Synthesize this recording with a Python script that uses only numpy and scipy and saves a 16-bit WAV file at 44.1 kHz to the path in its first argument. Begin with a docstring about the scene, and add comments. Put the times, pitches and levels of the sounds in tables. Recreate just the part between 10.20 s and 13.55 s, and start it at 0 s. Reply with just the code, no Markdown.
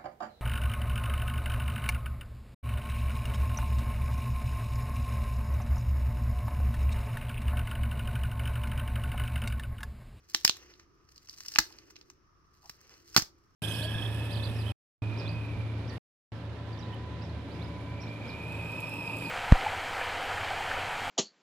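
"""At a desk in a small room, duct tape is pulled off small glass vials close to a stereo microphone.
Glue slips drive the strip's resonance in sharp snaps and short rips, with ticks and crackle between.
Decaying sines make the soft jolts of the hands; shaped noise makes the skin's rustles and squeaks.
Scattered reflections and a short tail answer from the desk and room, over a low hum and hiss."""
import sys
import numpy as np
from scipy import signal
from scipy.fft import rfft, irfft, next_fast_len
from scipy.io import wavfile
from scipy.ndimage import map_coordinates

SR = 44100
rng = np.random.default_rng(int(sys.argv[2]) if len(sys.argv) > 2 else 0)


def waveform_to_disk(signal):
    """Save audio, clipped to [-1, 1], as 16-bit WAV at the path in sys.argv[1]."""
    frames = np.transpose(np.atleast_2d(signal))
    scaled = np.clip(frames, -1, 1) * 32767
    samples = np.round(scaled).astype(np.int16)
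    wavfile.write(sys.argv[1], SR, samples)


N = 147735  # samples in the scene
FFT = next_fast_len(N + SR // 2)  # leaves room for half a second of reverberation
HZ = np.fft.rfftfreq(FFT, 1 / SR)
BURST = 4096  # samples in one glue release
BURST_HZ = np.fft.rfftfreq(BURST, 1 / SR)
HALVES = np.array([[1], [-1]]) / 2  # shares a left-right difference between the channels


def amp(db):
    """Decibel law: level to amplitude gain."""
    return 10 ** (np.asarray(db) / 20)


def unit(x):
    """Normalisation: scale to an rms of 1."""
    return x / np.sqrt(np.mean(x ** 2) + 1e-20)


def along(points, hz):
    """Logarithmic frequency scale: interpolate (Hz, value) points along it."""
    point_hz, values = np.transpose(points)
    return np.interp(np.log(hz + 1), np.log(point_hz + 1), values)


def curve(rows):
    """Envelope: interpolate (seconds, value) rows at every sample."""
    return np.interp(np.arange(N) / SR, *np.transpose(rows))


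def filtered(x, response):
    """Convolution theorem: multiply the spectrum by a response on the HZ grid."""
    return irfft(rfft(x, FFT) * response, FFT)[..., :N]


def causal(db):
    """Minimum phase: fold the cepstrum so that these gains ring only after the impulse."""
    cepstrum = irfft(np.log(amp(db)))
    half = len(cepstrum) // 2
    cepstrum[1:half] *= 2
    cepstrum[half + 1:] = 0
    return np.exp(rfft(cepstrum))


def wobble(rate):
    """Band-limited fluctuation: a smooth curve through random knots, rate of them a second."""
    knots = rng.standard_normal(int(N * rate / SR) + 4)
    return map_coordinates(knots, [np.arange(N) * rate / SR])


def add(track, s, sound):
    """Superposition: mix a sound into the track from time s."""
    part = track[..., round(s * SR):][..., :sound.shape[-1]]
    part += sound[..., :part.shape[-1]]


# Response of the taut strip. Each row: frequency in Hz, gain in dB.
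STRIP_RESPONSE = [(30, -31), (100, -15.5), (280, -14.5), (500, -17), (850, -12), (1500, -4), (2400, -5),
                  (3200, -6.5), (4300, -5), (5400, 0), (6500, -3.5), (8000, -11.5), (10000, -25),
                  (12700, -19.5), (16000, -24)]
# Ring of the vial in cupped hands. Each row: frequency in Hz, width in Hz, lift in dB at full share.
HOLLOW_RING = [(224, 43, 4), (325, 35, 9), (846, 90, 8), (1186, 100, 6), (1600, 510, 4), (4340, 340, 2)]
RING_DB, RING_OCTAVES = 7, .3  # lift and spread of the strip's own ring
BASS_HZ, MIDDLE_HZ, TREBLE_HZ = 486, 1300, 6900  # bass edge, middle centre, treble edge
EVEN = .6  # how strongly the random peaks and dips of the slips' spectrum are levelled


def release(length, ring_hz, bass_db, middle_db, treble_db, hollow):
    """Stick-slip excitation: a quick noisy run of tiny glue slips drives the resonant strip."""
    u = np.arange(BURST) / SR / length
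    f = BURST_HZ + 1
    slips = rfft(rng.standard_normal(BURST) * u * np.exp(-2 * u))
    size = np.abs(slips) + 1e-9
    levelling = causal(-EVEN * 20 * np.log10(size + size.mean() / 2))

    hollow_db = sum(lift / (1 + (2 * (f - hz) / width) ** 2) for hz, width, lift in HOLLOW_RING)
    db = along(STRIP_RESPONSE, f) + hollow * hollow_db
    db = db + RING_DB * np.exp(-(np.log2(f / ring_hz) / RING_OCTAVES) ** 2)
    db = db + bass_db / (1 + (f / BASS_HZ) ** 2)
    db = db + middle_db * np.exp(-np.log2(f / MIDDLE_HZ) ** 2)
    db = db + treble_db / (1 + (TREBLE_HZ / f) ** 6)

    evened = slips * levelling
    return irfft(evened / np.abs(evened).mean() * causal(db))


# Sudden releases of the glue. Each row: start in seconds, relative level in dB, time scale in seconds,
# strip's ring in Hz, bass in dB, middle in dB, treble in dB, left over right in dB, share of hollow ring.
GLUE_SNAPS = [(0.1465, -2, 0.0015, 3700, -2, -6.5, -3, -2.5, 1.1),
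              (0.2474, -13, .0014, 3200, -8, 3, 13, 12, 0),
              (0.2492, -1.5, 0.0013, 5200, 11.5, -1, 3.5, -4, 0.47),
              (.2777, -5, .0008, 3300, -5.5, 1, 2, -2.5, 0),
              (0.2956, 0.5, 0.00031, 3800, -0.5, -3, -13, -7.5, 0),
              (1.3597, -6.5, 0.0002, 2500, -3, -4, -24, -2.5, 1.64),
              (1.386, -1, .001, 3700, 1, 2.5, 4, 1.5, 1.5), (1.3882, -.5, .0018, 5300, 1, 2, -1.5, 3, 1.7),
              (2.4953, -25, 0.0024, 4800, 19.5, 4.5, 4.5, 1.5, 0.12),
              (2.9640, -0.5, 0.00079, 4300, 21.5, 7.5, 4.5, -3.5, 0.47),
              (2.9649, -6, 0.001, 4800, -1, 1.5, 0.5, -13.5, 0.42),
              (2.972, -11.5, .0016, 5200, 24, 5, 10, -8.5, 1.46), (2.9748, -6, .003, 4900, 25, 0, 5, 1, 1),
              (2.979, -8, .004, 5200, 21, -13, -4, -10, 0.66),
              (2.99, -23, .003, 5400, 11, 3.5, 14.5, 1, 0.21),
              (2.9953, -19.5, 0.0039, 5400, 7, 6, 3, -0.5, 0.043),
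              (3.0203, -22.5, .003, 5600, 24.5, -0.5, 7.5, -7, 0.21)]
SNAP_DB = 12.5  # added to every row's level


def snaps():
    """Sudden energy release: the tape gives way in single snaps or in a run that makes a rip."""
    out = np.zeros((2, N))
    for s, db, length, hz, bass, middle, treble, pan, hollow in GLUE_SNAPS:
        gain = amp(SNAP_DB + db + pan * HALVES)
        add(out, s, gain * release(length, hz, bass, middle, treble, hollow))
    return out


# Single glue threads part. Each row: start in seconds, relative level in dB, time scale in seconds,
# strip's ring in Hz, middle in dB, treble in dB.
THREAD_TICKS = [(.0875, -47, .001, 5500, -12, 6), (0.113, -47.5, 0.0044, 5120, 0, -3),
                (0.17, -38, 0.0044, 3980, 4, 16), (0.202, -50, .001, 5000, -15, 22),
                (0.368, -35, 0.002, 3840, 6, 9.5), (.5385, -36.5, 0.00074, 3970, -8, -17),
                (0.596, -39.5, 0.0034, 5090, 8, -6.5), (0.888, -45, 0.0036, 5120, 3, -2),
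                (0.9596, -39, 0.0017, 5000, -19, -6), (0.979, -35, 0.00067, 4850, -21, -4),
                (1.073, -40, 0.00078, 5600, -13, -6), (1.085, -38, 0.0058, 5460, 5, -2),
                (1.0955, -25.5, 0.0011, 4930, -31, -7), (1.128, -38.5, .002, 5360, -19, -4),
                (1.136, -33.5, 0.0052, 5140, -9, -12), (1.176, -42, 0.0024, 5500, 1, 3),
                (1.184, -37, .001, 6000, 0, 5), (1.204, -29, 0.0027, 5650, 3, 2.5),
                (1.249, -37, 0.0057, 5800, 8, 1), (1.260, -29.5, 0.0039, 5540, -4, 4),
                (1.283, -20.5, .002, 5600, -18, -2), (1.319, -28.5, .003, 5500, -5, 0.5),
                (1.338, -26.5, 0.0027, 4930, -10, -4), (1.349, -29, .005, 5500, -3, 7),
                (1.524, -34, 0.0024, 4560, -11, -13), (1.586, -35, 0.0014, 5060, -2, -8.5),
                (1.702, -39.5, 0.0072, 5500, 8.5, 6), (1.756, -34, 0.0057, 3800, -1.5, -14),
                (1.763, -29, 0.0027, 2650, -9.5, -15.5), (1.812, -34.5, 0.0017, 4240, -4, -13),
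                (1.8998, -36, .002, 6480, 7.5, 0), (2.457, -41, 0.0023, 5500, -5.5, 2),
                (2.613, -49.5, .001, 5400, 11.5, 11.5), (2.6944, -45, 0.00046, 5200, 8.5, 2),
                (2.738, -43, .004, 5000, 1.5, -5.5), (2.899, -46.5, 0.0024, 5500, 3.5, 0),
                (2.938, -46, .001, 5200, -7, 4), (2.943, -26.5, 0.009, 5200, 9, 5.5)]
TICK_DB = 13.5  # added to every row's level


def ticks():
    """Local fracture: small threads of glue part, each a weak release into the strip."""
    out = np.zeros(N)
    for s, db, length, hz, middle, treble in THREAD_TICKS:
        add(out, s, amp(TICK_DB + db) * release(length, hz, 0, middle, treble, 0))
    return out


# Glue crackle under tension. Each row: time in seconds, relative level in dB.
CREEP_LEVEL = [(0, -83), (.07, -78), (.1, -60), (.22, -53), (.37, -57.5), (.42, -76), (.6, -77), (.68, -90),
               (.85, -84), (.91, -72.5), (1.05, -69), (1.12, -63), (1.37, -52), (1.6, -71.5), (1.9, -77),
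               (2.0, -97.5), (2.32, -86), (2.365, -71), (2.46, -64), (2.56, -71), (2.82, -70),
               (2.94, -59.5), (3.05, -52), (3.12, -82)]
CREEP_DB = -0.5  # added to every row's level
# Spectrum of the crackle. Each row: frequency in Hz, gain in dB.
CREEP_SPECTRUM = [(300, -36.5), (1000, -17), (1800, -5.5), (3000, -10.5), (4700, 1), (6200, 0),
                  (8500, -11.5), (11000, -18), (14000, -14.5), (16000, -20.5)]
CREEP_PER_S, CREEP_SPREAD_DB = 800, 5  # mean rate of grains, spread of their levels
CLUMPS_PER_S, CREEP_CLUMP_DB = 90, 4  # knots and depth of the slower fluctuation


def creep():
    """Random impulse process: dense faint crackle of the glue while the strip is under tension."""
    present = rng.random(N) < CREEP_PER_S / SR
    signs = rng.choice([-1, 1], N)
    sizes = amp(CREEP_SPREAD_DB * np.clip(rng.standard_normal(N), -2, 2))
    grains = present * signs * sizes * amp(CREEP_CLUMP_DB * wobble(CLUMPS_PER_S))
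    crackle = unit(filtered(grains, causal(along(CREEP_SPECTRUM, HZ))))
    return crackle * amp(curve(CREEP_LEVEL) + CREEP_DB)


# Skin rustles on the tape. Each row: time in seconds, level in dB before the flutter.
HANDLING_LEVEL = [(0, -78), (.33, -64), (.45, -62.5), (.6, -71), (.72, -81), (1.1, -76), (1.55, -63),
                  (1.68, -70), (1.95, -83), (2.3, -84), (2.6, -71.5), (2.75, -63.5), (2.85, -72.5),
                  (3.15, -80.5), (3.35, -86)]
# Spectrum of the rustle. Each row: frequency in Hz, gain in dB.
HANDLING_SPECTRUM = [(100, -29), (400, 2.5), (700, -8.5), (1500, -4), (2300, -4), (4000, -13), (6000, -3.5),
                     (9000, -36.5), (16000, -30.5)]
HANDLING_FLUTTER_DB = 3


def handling():
    """Friction noise: fingers shift their grip with a soft, uneven rustle."""
    rustle = unit(filtered(rng.standard_normal(N), amp(along(HANDLING_SPECTRUM, HZ))))
    return rustle * amp(curve(HANDLING_LEVEL) + HANDLING_FLUTTER_DB * wobble(56))


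# Fingers slip on the vial. Each row: centre in seconds, level in dB, pitch in Hz, half length in seconds.
FINGER_RUBS = [(1.51, -51.5, 1010, 0.0028), (2.456, -59, 855, 0.017)]
RUB_WIDTH_HZ = 206  # distance from the pitch at which the gain has halved


def rubs():
    """Band-limited friction: brief soft squeaks of skin on the vial."""
    t = np.arange(N) / SR
    out = np.zeros(N)
    for s, db, hz, half in FINGER_RUBS:
        band = 1 / (1 + ((HZ - hz) / RUB_WIDTH_HZ) ** 4)
        squeak = unit(filtered(rng.standard_normal(N), band))
        out += amp(db) * np.exp(-((t - s) / half) ** 2) * squeak
    return out


# The hands jerk as the tape gives. Each row: start in seconds, starting level in dB, frequency in Hz.
HAND_JOLTS = [(1.389, -37, 43.5), (1.393, -45.5, 123.2), (2.968, -37, 70.4), (3.026, -49.5, 48.6)]
JOLT_T60_S = .1  # time to fall by 60 dB


def jolts():
    """Damped oscillation: a soft low push as the hands jerk apart."""
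    out = np.zeros(N)
    t = np.arange(SR // 4) / SR
    for s, db, hz in HAND_JOLTS:
        add(out, s, amp(db - 60 * t / JOLT_T60_S) * np.sin(2 * np.pi * hz * t))
    return out


# The two microphone ports. Each row: frequency in Hz, left over right in dB, left's phase lead in radians.
MICROPHONE_PORTS = [(100, -4, .3), (300, -2, .4), (850, 0, .6), (1700, -1, 1.8), (2600, -3, 2.4),
                    (3800, -1, 2.1), (4800, 1, 1.8), (5700, 4, 2.2), (7500, 7, 4.3), (10000, 1, 5.3),
                    (12700, -12, 7.3), (16000, -8, 8.3)]
PORT_LEAN = np.array(MICROPHONE_PORTS)[:, :2]
PORT_LEAD = np.array(MICROPHONE_PORTS)[:, ::2]


def ports(x):
    """Interaural-style phase difference: direct sound reaches the left port first."""
    return filtered(x, np.exp(1j * HALVES * along(PORT_LEAD, HZ)))


# Desk and near surfaces. Each row: delay in seconds, level in dB before the room's colour.
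NEAR_SURFACES = [(.0065, -23.5), (0.0144, -22.5)]
# Decay of the tail. Each row: frequency in Hz, time to fall by 60 dB in seconds.
TAIL_T60 = [(150, 0.33), (600, 0.32), (1500, 0.18), (4500, 0.19), (9000, 0.19), (15000, 0.15)]
# Colour of the whole room answer. Each row: frequency in Hz, gain in dB.
ROOM_SPECTRUM = [(100, -25), (600, -2.5), (1500, 1), (4500, 6.5), (8000, 2), (14000, 12.5)]
ROOM_DB, EARLY_DB, EARLY_T60_S = -15.5, -12, 0.02  # tail and early levels before the room's colour


def room(x):
    """Reverberation: near reflections, dense early scatter and a tail of frequency-dependent decay."""
    size = SR // 2
    hz, t, z = signal.stft(rng.standard_normal((2, size)), SR, nperseg=256)
    decay = amp(-60 * t / along(TAIL_T60, hz)[:, None])
    tail = signal.istft(z * decay, SR, nperseg=256)[1][:, :size]
    t = np.arange(size) / SR
    early = rng.standard_normal((2, size)) * amp(-60 * t / EARLY_T60_S)
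    answer = amp(ROOM_DB) * tail / np.linalg.norm(tail[0])
    answer += amp(EARLY_DB) * early / np.linalg.norm(early[0])
    for s, db in NEAR_SURFACES:
        scatter = rng.standard_normal((2, SR // 1000))  # each reflection is smeared over 1 ms
        add(answer, s, amp(db) * scatter / np.linalg.norm(scatter[0]))
    return filtered(x, rfft(answer, FFT) * amp(along(ROOM_SPECTRUM, HZ)))


# Spectrum of the room noise. Each row: frequency in Hz, relative density in dB.
HUM_SPECTRUM = [(20, -10), (55, 1.5), (100, -2), (240, -14.5), (340, -10), (520, -23), (850, -25),
                (1250, -17), (1800, -22), (2500, -29.5), (3600, -34.5), (4600, -32), (5400, -23),
                (6300, -30), (7400, -52.5), (8500, -49), (16000, -49.5)]
HUM_DB = -67
# Likeness of the channels. Each row: frequency in Hz, left-right correlation.
HUM_LIKENESS = [(60, .9), (180, 0.48), (550, 0.5), (1650, 0), (5000, 0.12)]
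# Low band of the room noise. Each row: time in seconds, relative level in dB.
DRONE_LEVEL = [(0, -77.5), (.3, -63), (.6, -65), (.8, -67), (1.0, -79.5), (1.25, -73), (1.5, -60),
               (1.65, -61.5), (1.9, -63.5), (2.1, -80), (2.55, -86.5), (2.8, -67.5), (3.15, -66),
               (3.35, -80)]
DRONE_HZ, DRONE_WIDTH_HZ, DRONE_DB = 345, 50, -3.5  # centre, half width, addition to every row
# Faint middle band of the room noise. Each row: time in seconds, level in dB.
WHIRR_LEVEL = [(0, -82), (.6, -78), (.8, -73), (1.1, -78), (1.95, -80), (2.08, -72), (2.42, -72),
               (2.7, -78), (3.35, -76)]
WHIRR_HZ, WHIRR_WIDTH_HZ = 1200, 130  # centre, half width


def room_noise():
    """Partly coherent noise: steady hum and hiss, with a low and a middle band that slowly swell."""
    turn = np.arccos(np.clip(along(HUM_LIKENESS, HZ), -1, 1)) / 2
    mid_side = np.array([np.cos(turn), np.sin(turn)])  # sets the correlation of the two channels

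    def pair(gain):
        """Mid-side principle: sum and difference of two independent noises."""
        mid, side = filtered(rng.standard_normal((2, N)), gain * mid_side)
        return unit(np.array([mid + side, mid - side]))

    drone = pair(1 / (1 + ((HZ - DRONE_HZ) / DRONE_WIDTH_HZ) ** 2))
    whirr = pair(1 / (1 + ((HZ - WHIRR_HZ) / WHIRR_WIDTH_HZ) ** 2))
    hum = amp(HUM_DB) * pair(amp(along(HUM_SPECTRUM, HZ)))
    return hum + amp(curve(DRONE_LEVEL) + DRONE_DB) * drone + amp(curve(WHIRR_LEVEL)) * whirr


ROOM_LEAN = 0.45  # share of the ports' level difference that the room sound takes on


def scene():
    """Superposition: direct tape sound and its room, coloured by each port, over the room noise."""
    tape = snaps() + ticks() + creep() + handling() + rubs()
    lean = HALVES * along(PORT_LEAN, HZ)
    direct = filtered(ports(tape + jolts()), amp(lean))
    reflected = filtered(room(tape.mean(axis=0)), amp(ROOM_LEAN * lean))
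    return direct + reflected + room_noise()


CLIP_TOP = .85  # amplitude that rounded peaks approach, before the band limit
TOP_HZ = 16400  # band limit


def record(dry):
    """Saturation and band limiting: the recorder rounds high peaks and cuts steeply above its limit."""
    rounded = dry / (1 + (dry / CLIP_TOP) ** 4) ** (1 / 4)
    return filtered(rounded, 1 / (1 + (HZ / TOP_HZ) ** 140))


dry = scene()
out = record(dry)
waveform_to_disk(out)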